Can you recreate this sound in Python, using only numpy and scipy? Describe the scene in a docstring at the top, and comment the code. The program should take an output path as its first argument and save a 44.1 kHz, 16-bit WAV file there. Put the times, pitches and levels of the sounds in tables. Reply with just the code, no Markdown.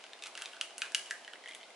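"""Cracking an eggshell

Fingers press an eggshell apart about a metre away in a quiet kitchen. Every fracture is a sharp
snap that briefly rings two resonances of the shell; between the snaps the broken edges crumble.
The counter top bounces each snap back, the room adds a short tail, and ventilation murmurs below."""
import sys
import numpy as np
from scipy import signal
from scipy.fft import rfft, irfft, next_fast_len
from scipy.io import wavfile

SR = 44100
rng = np.random.default_rng(int(sys.argv[2]) if len(sys.argv) > 2 else 0)


def dump_mix(stems):
    """Bounce the given channels to the path in sys.argv[1] as a 16-bit WAV at rate SR."""
    frames = np.atleast_2d(stems).T  # one column per channel
    limited = np.clip(frames, -1, 1)  # hard clip at full scale
    pcm = np.round(limited * 32767).astype(np.int16)
    wavfile.write(sys.argv[1], SR, pcm)


N = 77175

# cue list of fractures, levels before EQ (time [s], snap level [dB], snap tilt [dB/octave],
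# low ring [Hz], its level [dB], high ring [Hz], its level [dB], twin re ring [dB], ring T60 [s])
FRACTURES = [ (0.04, -22.5, -10, 1530, -45, 2980, -46, -24, 0.019),
             (0.0657, -28.5, -10, 1490, -53, 3100, -54, -13, .014),
             (0.1335, -18.5, -7.5, 1530, -43, 3620, -41, 4, 0.0077),
             (0.191, -33, -6, 1500, -51, 2780, -49, -13, 0.013),
             (0.2236, -18, -1, 2600, -43, 3700, -39, -10, 0.022),
             (.2378, -13.5, -2.5, 2550, -38.5, 3580, -42.5, -8, 0.02),
             (.2601, -16.5, -3.5, 1460, -40, 2860, -61, -16, 0.014),
             (0.2681, -22, 4, 1130, -38.5, 2600, -65, -12, 0.011),
             (0.2711, -16.5, -0.5, 1530, -52, 2500, -69, 0, 0.011),
             (0.3532, -20, -2, 1400, -37, 2820, -33.5, -13, 0.0099),
             (.3760, -14, 0, 1550, -37, 2800, -42, -0.5, 0.012),
             (0.379, -23, -13, 1500, -47, 2820, -40, 10, 0.007),
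             (0.4145, -26, 4, 1420, -34, 2720, -46, -24, 0.0068),
             (0.421, -12, 4.5, 1435, -39, 2780, -33, -1, 0.018),
             (0.4584, -14.5, -6, 2570, -36.5, 3620, -37, -10, 0.016),
             (0.533, -35, 10, 1480, -48, 2760, -42.5, -1, 0.023),
             (.5455, -33, 1, 1410, -44.5, 2720, -52, -8, 0.012),
             (0.5674, -26.5, -7, 1490, -41.5, 3100, -54, -11, 0.021),
             (.6120, -3.5, -0.5, 1260, -30, 2850, -20.5, -0.5, 0.0095),
             (.7070, -38, -4, 1540, -45.5, 2900, -43, -21, .014),
             (.7812, -12, 8, 1480, -42, 2890, -36.5, -15, 0.011),
             (0.8191, -4.5, -1.5, 1432, -29.5, 2517, -25.5, 2, 0.015),
             (0.9202, -19, 3, 1520, -42, 2960, -59, 0, 0.013),
             (0.9477, 3.5, 0, 1675, -30.5, 2912, -19, -9, 0.025),
             (.9940, -20, 3, 1580, -66, 2940, -39, -6, 0.019),
             (1.06, -26, 7, 1650, -47, 2970, -40.5, -17, .018),
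             (1.1017, -26, 7, 1840, -51, 3580, -48, -13, 0.021),
             (1.1096, -7.5, 2, 1650, -22.5, 2870, -34, -1, 0.013),
             (1.2480, -27.5, -4, 1660, -55, 3010, -42.5, -21, 0.02),
             (1.2781, -22.5, -4.5, 1645, -35.5, 2950, -43, 0.5, 0.013),
             (1.3332, -32.5, 10.5, 1550, -43, 3060, -44, -15, 0.011),
             (1.3354, -29.5, -15, 1630, -39.5, 2960, -37.5, -16, 0.017),
             (1.3567, -35, -14.5, 1550, -66, 1960, -43, -16, 0.014),
             (1.4390, -28.5, -6, 1930, -43, 3080, -52, -4, 0.028),
             (1.4591, -33, 0, 1915, -36.5, 3190, -43.5, -8, 0.029),
             (1.4757, -30, 3, 1990, -70, 2970, -38.5, -8, .013),
             (1.4855, -21.5, -3, 2050, -46, 3280, -47, -4, 0.026),
             (1.4899, -29.5, 14, 2070, -38, 3060, -47, -21, 0.021),
             (1.5110, -32, -9, 2100, -43, 3250, -43, -13, 0.02),
             (1.5215, -28, -2, 2030, -42.5, 3180, -50, 1, 0.018),
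             (1.5345, -33, 8, 2220, -53, 2900, -40.5, -6, 0.01),
             (1.549, -21.5, 9.5, 2120, -39.5, 3130, -35.5, -3.5, 0.011),
             (1.6030, -42, -3, 2110, -51, 3130, -50, -11, 0.013),
             (1.6120, -31, -9, 2070, -52, 3060, -49, -3, 0.019),
             (1.6310, -27, -13, 2130, -50, 3070, -51, -2, 0.027),
             (1.6365, -36, -27, 2100, -57, 3730, -52, -16, 0.036),
             (1.7040, -41, 16, 2100, -48, 3460, -57, -5, 0.021)]
# tone of a snap (frequency [Hz], gain [dB])
SNAP_EQ = [(100, -4), (400, -16), (900, -28), (1400, -13.5), (2400, -2), (3500, 0.5), (5000, -1.5),
           (6600, -1.5), (8500, -5), (11000, -10.5)]
# fader ride of the crumbling edges (time [s], level [dB])
CRUMBLE_RIDE = [(0, -62.5), (.2, -68.5), (0.263, -50.5), (.32, -65.5), (.39, -50), (.46, -53.5), (.53, -60),
                (.75, -66), (0.847, -48.5), (.91, -66), (1.05, -58.5), (1.219, -62), (1.42, -85),
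                (1.49, -56), (1.57, -64), (1.75, -72)]
# tone of a crumb (frequency [Hz], relative level [dB])
CRUMB_EQ = [(200, -26.5), (900, -3), (1500, 1.5), (2200, 5), (3100, 3.5), (4500, -2.5), (7000, -11),
            (11000, -10.5)]
# length of the kitchen's tail (frequency [Hz], T60 [s])
TAIL_T60 = [(300, .3), (1200, 0.31), (3000, 0.53), (7000, 0.57), (11000, 0.4)]
# tone of the tail (frequency [Hz], gain [dB])
TAIL_EQ = [(300, 4), (1400, 1), (3000, -6.5), (6000, -4.5), (11000, 0)]
# stereo image of the tail (frequency [Hz], left-right correlation [0..1])
TAIL_CORRELATION = [(300, 0.57), (2500, 0.71), (5000, 0.15), (10000, 0.11)]
# pan of the egg (frequency [Hz], left minus right [dB])
EGG_PAN = [(500, -5.5), (1500, -1.5), (2900, 1), (5000, -0.7), (10000, -1)]
# tone of the ventilation's air (frequency [Hz], relative level [dB])
AIR_EQ = [(15, -80), (25, -52), (64, -33), (165, -24.5), (218, -12), (422, -5), (668, 0.5), (1360, -8.5),
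          (1550, -7.5), (1850, -15), (2000, -7), (2640, -8.5), (3000, -8), (4750, -11.5), (11000, -22.5),
          (14300, -12.5), (22000, -120)]
# stereo image of the air (frequency [Hz], left-right correlation [0..1])
AIR_CORRELATION = [(60, 0.82), (250, 0.97), (1200, 0.77), (3000, 0.29), (6000, 0.12), (11000, 0.067)]
# fan tones (frequency [Hz], rms level [dB])
FAN_TONES = [(376, -78.5), (669, -71)]

SPLINTER_SHARE, SPLINTER_T60_S = 0.31, 0.012  # share of a snap's energy in trailing micro-fractures
TILT_PIVOT_HZ = 5170
TWIN_RATIO = 1.147  # the oval shell splits each resonance into a pair
RADIATE_HZ = 1240  # the small shell radiates little below this
CRUMBS_PER_S, CRUMB_SPREAD_DB = 1200, 5.5
COUNTER_S, COUNTER_DB, COUNTER_EDGE_HZ = 0.00525, -13.5, 980  # the bounce is mostly treble
EARLY_DB, EARLY_T60_S, TAIL_ONSET_S = 1.5, 0.12, 0.0018  # nearby cabinets thicken the tail's start
LEFT_LAG_S = 0.000013
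AIR_DB, AIR_LOWCUT_HZ = -55.5, 23
HIGHCUT_HZ = 11080


def fracture(snap_db, tilt_db, low_hz, low_db, high_hz, high_db, twin_db, t60, size=2048):
    """The shell gives way: a snap with a trail of splinters rings two pairs of resonances."""
    t = np.arange(size) / SR
    force = rng.standard_normal(size) * amp(-60 * t / SPLINTER_T60_S)
    force *= np.sqrt(SPLINTER_SHARE) / np.linalg.norm(force)
    force[0] += np.sqrt(1 - SPLINTER_SHARE)  # the leading transient
    phase = np.angle(rfft(force, 2 * size))
    force = irfft(np.exp(1j * phase))[:size]  # scattered in time, even in spectrum
    tilt = lambda hz: tilt_db * np.log2(np.maximum(hz, high_hz) / TILT_PIVOT_HZ)
    click = eq_impulse(lambda hz: curve(SNAP_EQ, hz) + tilt(hz))
    snap = amp(snap_db) * signal.fftconvolve(force, click)[:size]
    mode = lambda hz, db: amp(db - 60 * t / t60) * np.cos(2 * np.pi * hz * t)
    pair = lambda hz, db: mode(hz, db) - mode(hz * TWIN_RATIO, db + twin_db)
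    ring = pair(low_hz, low_db) + pair(high_hz, high_db)
    lowcut = signal.butter(4, RADIATE_HZ, 'high', fs=SR, output='sos')
    return -signal.sosfilt(lowcut, snap + ring)


def cracking_shell():
    """The lead layer: each fracture fires on its cue and sounds through the kitchen."""
    track = np.zeros((2, N))
    for start, *settings in FRACTURES:
        mix_in(track, start, kitchen(fracture(*settings)))
    return track


def crumbling():
    """The broken edges rub: a crackle of tiny grains of uneven size."""
    sizes = rng.choice([-1, 1], N) * amp(CRUMB_SPREAD_DB * rng.uniform(-2.1, 2.3, N))
    grains = (rng.random(N) < CRUMBS_PER_S / SR) * sizes
    crumb = eq_impulse(lambda hz: curve(CRUMB_EQ, hz))
    crackle = unit_rms(signal.fftconvolve(grains, crumb)[:N])
    fader = amp(np.interp(np.arange(N) / SR, *np.transpose(CRUMBLE_RIDE)))
    return kitchen(crackle * fader)[:, :N]


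def kitchen(x):
    """Mono in, stereo out: direct sound, the bounce off the counter and a fresh diffuse tail."""
    size = SR // 3
    hz, t, bands = signal.stft(stereo_noise(TAIL_CORRELATION, size), SR, nperseg=128)
    decay = amp(-60 * t / curve(TAIL_T60, hz)[:, None]) + amp(EARLY_DB - 60 * t / EARLY_T60_S)
    band_energy = size * np.mean(decay ** 2, axis=1, keepdims=True)
    decay *= amp(curve(TAIL_EQ, hz))[:, None] / np.sqrt(band_energy)
    room = signal.istft(bands * decay, SR, nperseg=128)[1][:, :size]
    room *= 1 - np.exp(-np.arange(size) / SR / TAIL_ONSET_S)
    bounce = eq_impulse(lambda f: COUNTER_DB - 10 * np.log10(1 + (COUNTER_EDGE_HZ / (f + 100)) ** 2))
    mix_in(room, COUNTER_S, np.array([bounce, bounce]))
    room[:, 0] += 1  # direct sound
    return signal.fftconvolve(x[None], room, axes=1)


def panned(x):
    """Level and time differences between the channels set the egg slightly to the right."""
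    side = np.array([[0.5], [-0.5]])
    delay = lambda hz: np.exp(-2j * np.pi * hz * side * LEFT_LAG_S)
    return filtered(x, lambda hz: amp(side * curve(EGG_PAN, hz)) * delay(hz))


def ventilation():
    """The bed: steady air noise with faint, slightly unsteady fan tones."""
    colour = lambda hz: amp(curve(AIR_EQ, hz)) * hz / np.hypot(hz, AIR_LOWCUT_HZ)
    air = unit_rms(filtered(stereo_noise(AIR_CORRELATION, N), colour))
    t = np.arange(N) / SR
    drift = lambda: 3 * np.cumsum(rng.standard_normal(N)) / np.sqrt(SR)  # wandering phase
    hum = sum(amp(db) * unit_rms(np.sin(2 * np.pi * hz * t + drift())) for hz, db in FAN_TONES)
    return amp(AIR_DB) * air + hum


def amp(db):
    """Decibels to gain."""
    return 10 ** (np.asarray(db) / 20)


def unit_rms(x):
    """Normalise to rms 1."""
    return x / np.sqrt(np.mean(x ** 2) + 1e-20)


def curve(points, hz):
    """Read (frequency, value) breakpoints on a log frequency axis."""
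    freqs, values = np.transpose(points)
    return np.interp(np.log(hz + 1), np.log(freqs + 1), values)


def filtered(x, response):
    """Apply a frequency response to x."""
    size = x.shape[-1]
    padded = next_fast_len(size + 4096)
    hz = np.fft.rfftfreq(padded, 1 / SR)
    return irfft(rfft(x, padded) * response(hz), padded)[..., :size]


def eq_impulse(level_db, size=1024):
    """Minimum-phase click with the given EQ curve."""
    hz = np.fft.rfftfreq(size, 1 / SR)
    cepstrum = irfft(np.log(amp(level_db(hz))))
    cepstrum[1:size // 2] *= 2
    cepstrum[size // 2 + 1:] = 0
    return irfft(np.exp(rfft(cepstrum)))


def stereo_noise(correlation, size):
    """White noise whose stereo width follows a left-right correlation curve."""
    angle = lambda hz: np.arccos(curve(correlation, hz)) / 2
    mid_side_gains = lambda hz: np.array([np.cos(angle(hz)), np.sin(angle(hz))])
    mid, side = filtered(rng.standard_normal((2, size)), mid_side_gains)
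    return np.array([mid + side, mid - side])


def mix_in(track, start_s, sound):
    """Drop a sound onto the track at its start time."""
    i = round(start_s * SR)
    part = track[:, i:i + sound.shape[-1]]
    part += sound[:, :part.shape[-1]]


def scene():
    """The mix: snaps and crumbs over the ventilation bed."""
    return panned(cracking_shell() + crumbling()) + ventilation()


def record(dry):
    """A brick-wall high cut takes off the top octave."""
    return filtered(dry, lambda hz: 1 / np.sqrt(1 + (hz / HIGHCUT_HZ) ** 220))


dry = scene()
out = record(dry)
dump_mix(out)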